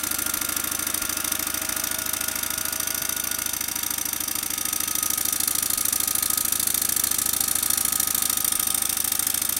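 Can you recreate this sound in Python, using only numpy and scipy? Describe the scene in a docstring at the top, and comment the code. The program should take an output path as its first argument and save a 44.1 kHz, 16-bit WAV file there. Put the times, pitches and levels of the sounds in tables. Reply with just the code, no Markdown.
"""A small double-acting model steam engine runs on a board on a plastic table in a quiet room.
From the start, each of some 13 turns a second gives two puffs through a pipe, knocks that excite the
table's modes and ticks of the linkage; a belt-driven dynamo whines, and dull bumps come now and then.
The listener moves over the engine, then, near 5 s, to its front: the exhaust grows louder, and the belt
slips a little. After 8 s the listener moves along the board and the hiss changes colour again."""
import sys
import numpy as np
from scipy import signal
from scipy.fft import rfft, irfft, next_fast_len
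from scipy.io import wavfile
from scipy.ndimage import map_coordinates

SR = 44100
rng = np.random.default_rng(int(sys.argv[2]) if len(sys.argv) > 2 else 0)


def pcm_store(signal):
    """Save signal as 16-bit PCM."""
    levels = np.round(np.clip(np.atleast_2d(signal), -1, 1) * 32767)
    wavfile.write(sys.argv[1], SR, levels.astype(np.int16).T)


N = 422919
TIME = np.arange(N) / SR


def amp(db):
    """Level to amplitude ratio."""
    return 10 ** (np.asarray(db) / 20)

def unit(x):
    """Normalise to rms 1."""
    return x / np.sqrt(np.mean(x ** 2) + 1e-20)

def along(points, hz):
    """Interpolate on a logarithmic frequency axis."""
    f, values = np.transpose(points)
    return np.interp(np.log(hz + 1), np.log(f + 1), values)

def curves(rows):
    """Interpolate each column after the time to one value per sample."""
    times, *columns = np.transpose(rows)
    return [np.interp(TIME, times, column) for column in columns]

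def wobble(rate):
    """Smooth random modulation, rate knots a second."""
    return map_coordinates(rng.standard_normal(int(N * rate / SR) + 4), [TIME * rate])

def filtered(x, response):
    """Linear filter: the spectrum times a frequency response."""
    size = next_fast_len(N + SR // 2)
    return irfft(rfft(x, size) * response(np.fft.rfftfreq(size, 1 / SR)), size)[:N]

def noise(spectrum):
    """Coloured noise of rms 1."""
    return unit(filtered(rng.standard_normal(N), lambda hz: amp(along(spectrum, hz))))

def ring(force, modes, signs):
    """Modal superposition: a signed sum of damped resonators."""
    return filtered(force, lambda f: sum(
        sign * amp(db) * 1j * f * width / (hz * hz - f * f + 1j * f * width)
        for sign, (hz, width, db) in zip(signs, modes)))

def delayed(x, seconds):
    """Propagation delay, which may vary in time."""
    return map_coordinates(x, [(TIME - seconds) * SR], order=3)


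# Ambient spectrum: f/Hz, relative level/dB
AMBIENT_SPECTRUM = [(20, -7), (45, -5), (120, 2), (400, -4), (2000, -26), (15000, -21)]
def ambience():
    """The room's noise floor: steady and mostly low in frequency."""
    return amp(-59) * noise(AMBIENT_SPECTRUM)

# Reverberation time: f/Hz, T60/s
ROOM_DECAY = [(200, .25), (2000, 0.39), (8000, 0.17), (15000, 0.17)]
def reverberation(x):
    """A diffuse field decays exponentially, fastest in the treble."""
    hz, t, spectra = signal.stft(rng.standard_normal(SR // 2), SR, nperseg=256)
    decay = amp(-60 * t / along(ROOM_DECAY, hz)[:, None])
    tail = signal.istft(spectra * decay, SR, nperseg=256)[1]
    return signal.fftconvolve(x, tail / np.linalg.norm(tail))[:N]

# Soft handling bumps: t/s, peak level/dB, f/Hz
HANDLING_BUMPS = [(.365, -43, 43.8), (1.015, -41, 44), (1.685, -47, 45), (2.572, -46, 85),
                  (2.574, -44, 127), (3.002, -42, 135), (4.862, -45, 130), (5.755, -44, 44),
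                  (6.435, -46, 45), (7.855, -46, 46), (8.56, -47, 45)]
def bumps():
    """Heavily damped low oscillations are heard as dull bumps."""
    out = np.zeros(N)
    for start, db, hz in HANDLING_BUMPS:
        age = np.clip(TIME - start, 0, 1)
        swell = age / 0.011
        out += amp(db) * swell * np.exp(1 - swell) * np.sin(2 * np.pi * hz * age)
    return out

# Listener's path: t/s, place (0 above, 1 in front, 2 along the board), proximity gain/dB
LISTENER_PATH = [(0, .8, 1), (.6, 0.25, .6), (1.7, .1, 0.2), (3, 0, -1.4), (4.6, 0.024, -1.6),
                 (5.5, 0.75, 0), (6.7, 1, 0.9), (8.1, 1.17, 1), (8.6, 2.06, 0), (9.6, 1.64, -.5)]
def listener():
    """The moving point of observation: its place and its proximity gain."""
    return curves(LISTENER_PATH)

# Flywheel speed: t/s, rate/(turns/s)
FLYWHEEL_SPEED = [(0.0, 13.235), (0.96, 13.225), (1.44, 13.424), (1.92, 13.583), (2.4, 13.456),
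                  (2.88, 13.663), (3.36, 13.587), (3.9, 13.392), (5.76, 13.336), (6.24, 13.362),
                  (6.72, 13.639), (7.68, 13.525), (8.3, 13.365), (9.6, 13.41)]
def flywheel_hz():
    """The rotation rate is the engine's fundamental frequency."""
    return curves(FLYWHEEL_SPEED)[0]

# Drive ratio, falling as the belt slips: t/s, dynamo turns per flywheel turn
BELT_RATIO = [(4.8, 3.924), (5.8, 3.903)]
# Harmonic numbers of the pole rate
HARMONICS = [4, 5, 6, 7, 8, 9]
# Directivity of each harmonic: level outside its lobe/dB, level inside/dB, entry t/s, exit t/s
WHINE_LOBES = [(-62.5, -52.5, -1, 3.4), (-56.5, -52, 7.1, 9.5), (-64.5, -57.5, 1.6, 4.4),
               (-63, -52, 0.2, 1.8), (-62.5, -51, 4.5, 8.96), (-57, -42.5, -1, 3.64)]
# Modes of the dynamo's case: f/Hz, bandwidth/Hz, boost/dB
CASE_MODES = [(638, 13, 4.5), (949, 12, 7), (1258.7, 23, 8.5)]
def dynamo(crank):
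    """Three rotating poles give a harmonic whine; resonance lifts a harmonic that meets a case mode."""
    pole_hz = 3 * curves(BELT_RATIO)[0] * flywheel_hz()
    cycles = np.cumsum(pole_hz) / SR
    cycles = cycles + .007 * np.sin(2 * np.pi * crank) + .006 * wobble(12)  # shaft surge, belt slip
    angle = 2 * np.pi * (crank - .1)
    surge_db = 1.1 * np.cos(angle) + 0.96 * np.cos(2 * angle)  # swells with each turn and each stroke
    flutter_db, fade_s = 2.1, 0.28
    out = np.zeros(N)
    for k, (outside_db, inside_db, entry, leave) in zip(HARMONICS, WHINE_LOBES):
        in_lobe = (np.tanh((TIME - entry) / fade_s) - np.tanh((TIME - leave) / fade_s)) / 2
        lobe_db = outside_db + (inside_db - outside_db) * in_lobe
        case_db = sum(db / (1 + (2 * (k * pole_hz - hz) / width) ** 2) for hz, width, db in CASE_MODES)
        level_db = lobe_db + case_db + surge_db + flutter_db * wobble(24)
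        out += np.sqrt(2) * amp(level_db) * np.sin(2 * np.pi * k * cycles)
    return out

def impacts(crank, angle, scatter_db, jitter):
    """A nearly periodic impulse train: one blow as the crank passes an angle (in turns)."""
    turns = np.arange(-1, int(crank[-1]) + 2)
    timing, strength = rng.standard_normal((len(turns), 2)).T
    at = np.searchsorted(crank, turns + angle + jitter * timing)
    inside = (at > 0) & (at < N)
    return np.bincount(at[inside], amp(scatter_db * strength[inside]), N)

# Impacts from play in the joints: crank angle/turns, relative level/dB
JOINT_TAPS = [(.085, 5), (.26, -1), (.45, 2), (.58, -13), (.97, -7)]
# Modes of the metal bed: f/Hz, bandwidth/Hz, gain/dB
BED_MODES = [(618, 29, -8), (775, 14, 2), (940, 71, 2.5), (1264, 90, 7.5), (1432, 110, 3.5), (1700, 105, 6),
             (2087, 260, 4), (2760, 100, -3)]
# Bearing friction: f/Hz, relative level/dB
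FRICTION_SPECTRUM = [(100, -41), (460, -18), (780, -6.5), (1030, -12.5), (1130, -2), (1270, -1),
                     (1430, -0.5), (1530, -4.5), (1700, 0), (1950, -9), (2600, -3), (3500, -10),
                     (7000, -15.5), (15000, -13)]
# Common reference for ticks and friction: t/s, level/dB
LINKAGE_LEVEL = [(0, -38), (1.7, -37.8), (4.2, -42), (7.2, -41), (9.6, -41.5)]
def linkage(crank):
    """Impacts of loose joints excite the bed's modes; friction noise swells with each stroke."""
    taps = sum(amp(db) * impacts(crank, angle, scatter_db=1.3, jitter=.0014) for angle, db in JOINT_TAPS)
    ticks = unit(ring(taps, BED_MODES, signs=(-1) ** np.arange(len(BED_MODES))))
    stroke_db = 0.82 * np.cos(4 * np.pi * (crank - .08))
    friction = noise(FRICTION_SPECTRUM) * amp(stroke_db + 1.85 * wobble(200))
    level_db = curves(LINKAGE_LEVEL)[0]
    return amp(level_db - 3.5) * ticks + amp(level_db + 1) * friction

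# The rod's shoves on the bed: crank angle/turns, signed relative force
ROD_KNOCKS = [(.936, 1), (.176, -.264), (.361, .475), (.389, 1.2), (.587, .406)]
# Modes rung by the rod's knocks, the hollow table's and, in the last row, a ringing of the metal bed: f/Hz,
# bandwidth/Hz, gain/dB
TABLE_MODES = [(55, 8.1, 6.5), (71, 11, 10), (103, 20.7, 8), (154.4, 15.3, 6), (242, 21, 14),
               (348.8, 10.6, 2.5), (395.2, 4.8, 5.5), (518.8, 9.2, 6), (768.6, 11, 4.5)]
# Direction in which each mode moves the table top
TABLE_POLARITY = [1, 1, -1, 1, -1, -1, -1, -1, 1]
# Two opposed board modes, whose sum swells after a knock: f/Hz, bandwidth/Hz, gain/dB
BOARD_MODES = [(309, 13, 27), (307, 22, 23)]
# The board's throb: t/s, gain/dB
BOARD_GAIN = [(0, 3.5), (1.5, 3.5), (2, 0), (3.4, -1.5), (4.2, 3.5), (6.2, -1), (6.6, -3.5), (9.6, -2.5)]
def shaking(crank):
    """Forced vibration: the reversing piston drives the modes of the table, a ring of the metal bed and the
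    wooden board."""
    force = sum(size * impacts(crank, angle, scatter_db=.15, jitter=.0003) for angle, size in ROD_KNOCKS)
    force = filtered(force, lambda f: f ** 6 / (f ** 6 + 47.6 ** 6))  # too small to radiate deep bass
    table = ring(force, TABLE_MODES, TABLE_POLARITY)
    board = amp(curves(BOARD_GAIN)[0]) * ring(force, BOARD_MODES, signs=[1, -1])
    _, proximity_db = listener()
    return amp(proximity_db) * (table + board)

def pipe(f):
    """Quarter-wave resonance of the exhaust pipe; its open end reflects less of the treble."""
    round_trip_s = .00203
    reflection = .45 / (1 + (f / 7000) ** 3)
    return 1 / (1 + reflection * np.exp(-2j * np.pi * f * round_trip_s))

# Radiation peaks and dips: f/Hz, width/Hz, gain above/dB, in front/dB, along the board/dB
EXHAUST_DIRECTIVITY = [(1600, 91, 1, 5, 1), (2110, 150, 5.5, -2, -4), (2810, 260, 3.5, -11, -2),
                       (3542, 200, 4, 4.5, 4), (4240, 500, -5, 4.5, -1), (4650, 880, 5, -1, 2),
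                       (6040, 350, 5.5, 1, 0.5), (6790, 370, 1.5, 2, -3.5), (8940, 480, 1.5, 0, 4),
                       (11200, 660, 0.5, 2.5, -8), (13100, 900, 2, -4, 1)]
def radiated(steam):
    """Directivity: the exhaust's spectrum depends on where the listener is."""
    hz, width, *views = np.transpose(EXHAUST_DIRECTIVITY)
    place = np.clip(listener()[0], 0, 2)
    bands = lambda f: np.exp(-2 * ((f[:, None] - hz) / width) ** 2)
    out = np.zeros(N)
    for k, gains_db in enumerate(views):
        weight = np.clip(1 - abs(place - k), 0, 1)
        out += weight * filtered(steam, lambda f: amp(bands(f) @ gains_db))
    return out

# Paths by three nearby surfaces as the listener moves: t/s, then each delay/s
REFLECTION_DELAYS = [(.4, 0.00059, 0.00073, 0.00083), (1.5, 0.00062, 0.00071, 0.00086),
                     (2.2, 0.00063, .0007, .000885), (2.9, .00058, .00073, 0.00085),
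                     (4.6, 0.00058, 0.00076, .00085), (5.4, .000585, 0.00078, 0.000838),
                     (6.9, 0.00054, 0.000762, .00083), (7.9, 0.00061, 0.00078, 0.000855),
                     (9.6, 0.0007, 0.00071, 0.00093)]
# Signed amplitude ratio of each reflection
REFLECTION_GAINS = [-0.073, -0.15, 0.12]
# One row per listener place: amplitude ratio of the board's reflection, treble gain/dB
PLACE_COLOUR = [(0.28, -1.67), (0.07, 2.5), (0.26, 1)]
def at_listener(steam):
    """Interference with reflections makes a sliding comb filter; the jet beams its treble."""
    place, _ = listener()
    board_gain, treble_db = (np.interp(place, [0, 1, 2], column) for column in np.transpose(PLACE_COLOUR))
    echoes = sum(gain * delayed(steam, s) for gain, s in zip(REFLECTION_GAINS, curves(REFLECTION_DELAYS)))
    steam = steam + board_gain * delayed(steam, seconds=0.0003354) + echoes
    treble = filtered(steam, lambda f: f ** 4 / (f ** 4 + 6800.0 ** 4))
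    return steam + (amp(treble_db) - 1) * treble

# Exhaust ports: opening angle/turns, time open/turns, puff gain/dB, hiss gain/dB
PORT_TIMING = [(-.002, .39, 0, -13.5), (.435, .52, -1.27, -15)]
def steam_flow(crank):
    """Blowdown: pressure escapes in a puff as a port opens, then the piston sweeps out the rest."""
    rise_turns, sharpness = 0.079, 2.03
    puff, hiss = amp(-42), 0  # some steam leaks past the shut valve
    for opens, open_for, puff_db, hiss_db in PORT_TIMING:
        age = (crank - opens) % 1
        port = age / rise_turns
        pressure = np.exp((1 - port ** 2) / 2)
        piston_speed = abs(np.sin(np.pi * age / open_for)) * (age < open_for)
        puff = puff + amp(puff_db) * (port * pressure) ** sharpness
        hiss = hiss + amp(hiss_db) * piston_speed ** 0.74
    return puff, hiss

# The puff's jet: f/Hz, relative level/dB
PUFF_SPECTRUM = [(400, -25), (1000, -22), (1750, -10), (2250, -12.5), (2900, -14.5), (3600, -6),
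                 (4900, -5.5), (6100, -2), (6650, -4), (9000, 0.5), (10400, 1), (11600, 0.5), (13200, 1.5),
                 (15800, -11.5)]
# Steam swept out by the piston: f/Hz, relative level/dB
HISS_SPECTRUM = [(800, -10.5), (2200, -5.5), (2900, -11.5), (3600, -3.5), (4900, -4), (6100, -1),
                 (6650, -2), (8700, 2.5), (9700, 2), (10500, 0), (11500, -3.5), (13200, -5.5), (15800, -12)]
# The whole exhaust: t/s, level/dB
STEAM_LEVEL = [(0, -27), (1.6, -27.5), (4.5, -27), (5.1, -24.5), (6.2, -25), (7.8, -24), (9.6, -25)]
def exhaust(crank):
    """Jet noise modulated by the flow: two sharp puffs a turn, each trailed by a softer hiss."""
    puff_flow, hiss_flow = steam_flow(crank + .002 * wobble(25))
    sputter = amp(1.33 * wobble(900) + 0.33 * wobble(27))  # within a puff and from puff to puff
    puffs = noise(PUFF_SPECTRUM) * puff_flow * sputter
    hiss = noise(HISS_SPECTRUM) * hiss_flow * amp(0.92 * wobble(150))
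    steam = radiated(filtered(puffs + hiss, pipe))
    return unit(at_listener(steam)) * amp(curves(STEAM_LEVEL)[0])

def scene():
    """Superposition of the sources; the crank angle keeps the engine's parts in step."""
    crank = -.431 + np.cumsum(flywheel_hz()) / SR  # in turns
    engine = exhaust(crank) + linkage(crank)
    direct = engine + shaking(crank) + dynamo(crank) + bumps()
    return (direct + ambience() + amp(-15) * reverberation(engine))[None]

def record(dry):
    """Band limiting by an ideal low-pass filter."""
    return filtered(dry[0], lambda hz: hz < 15850)[None]


dry = scene()
out = record(dry)
pcm_store(out)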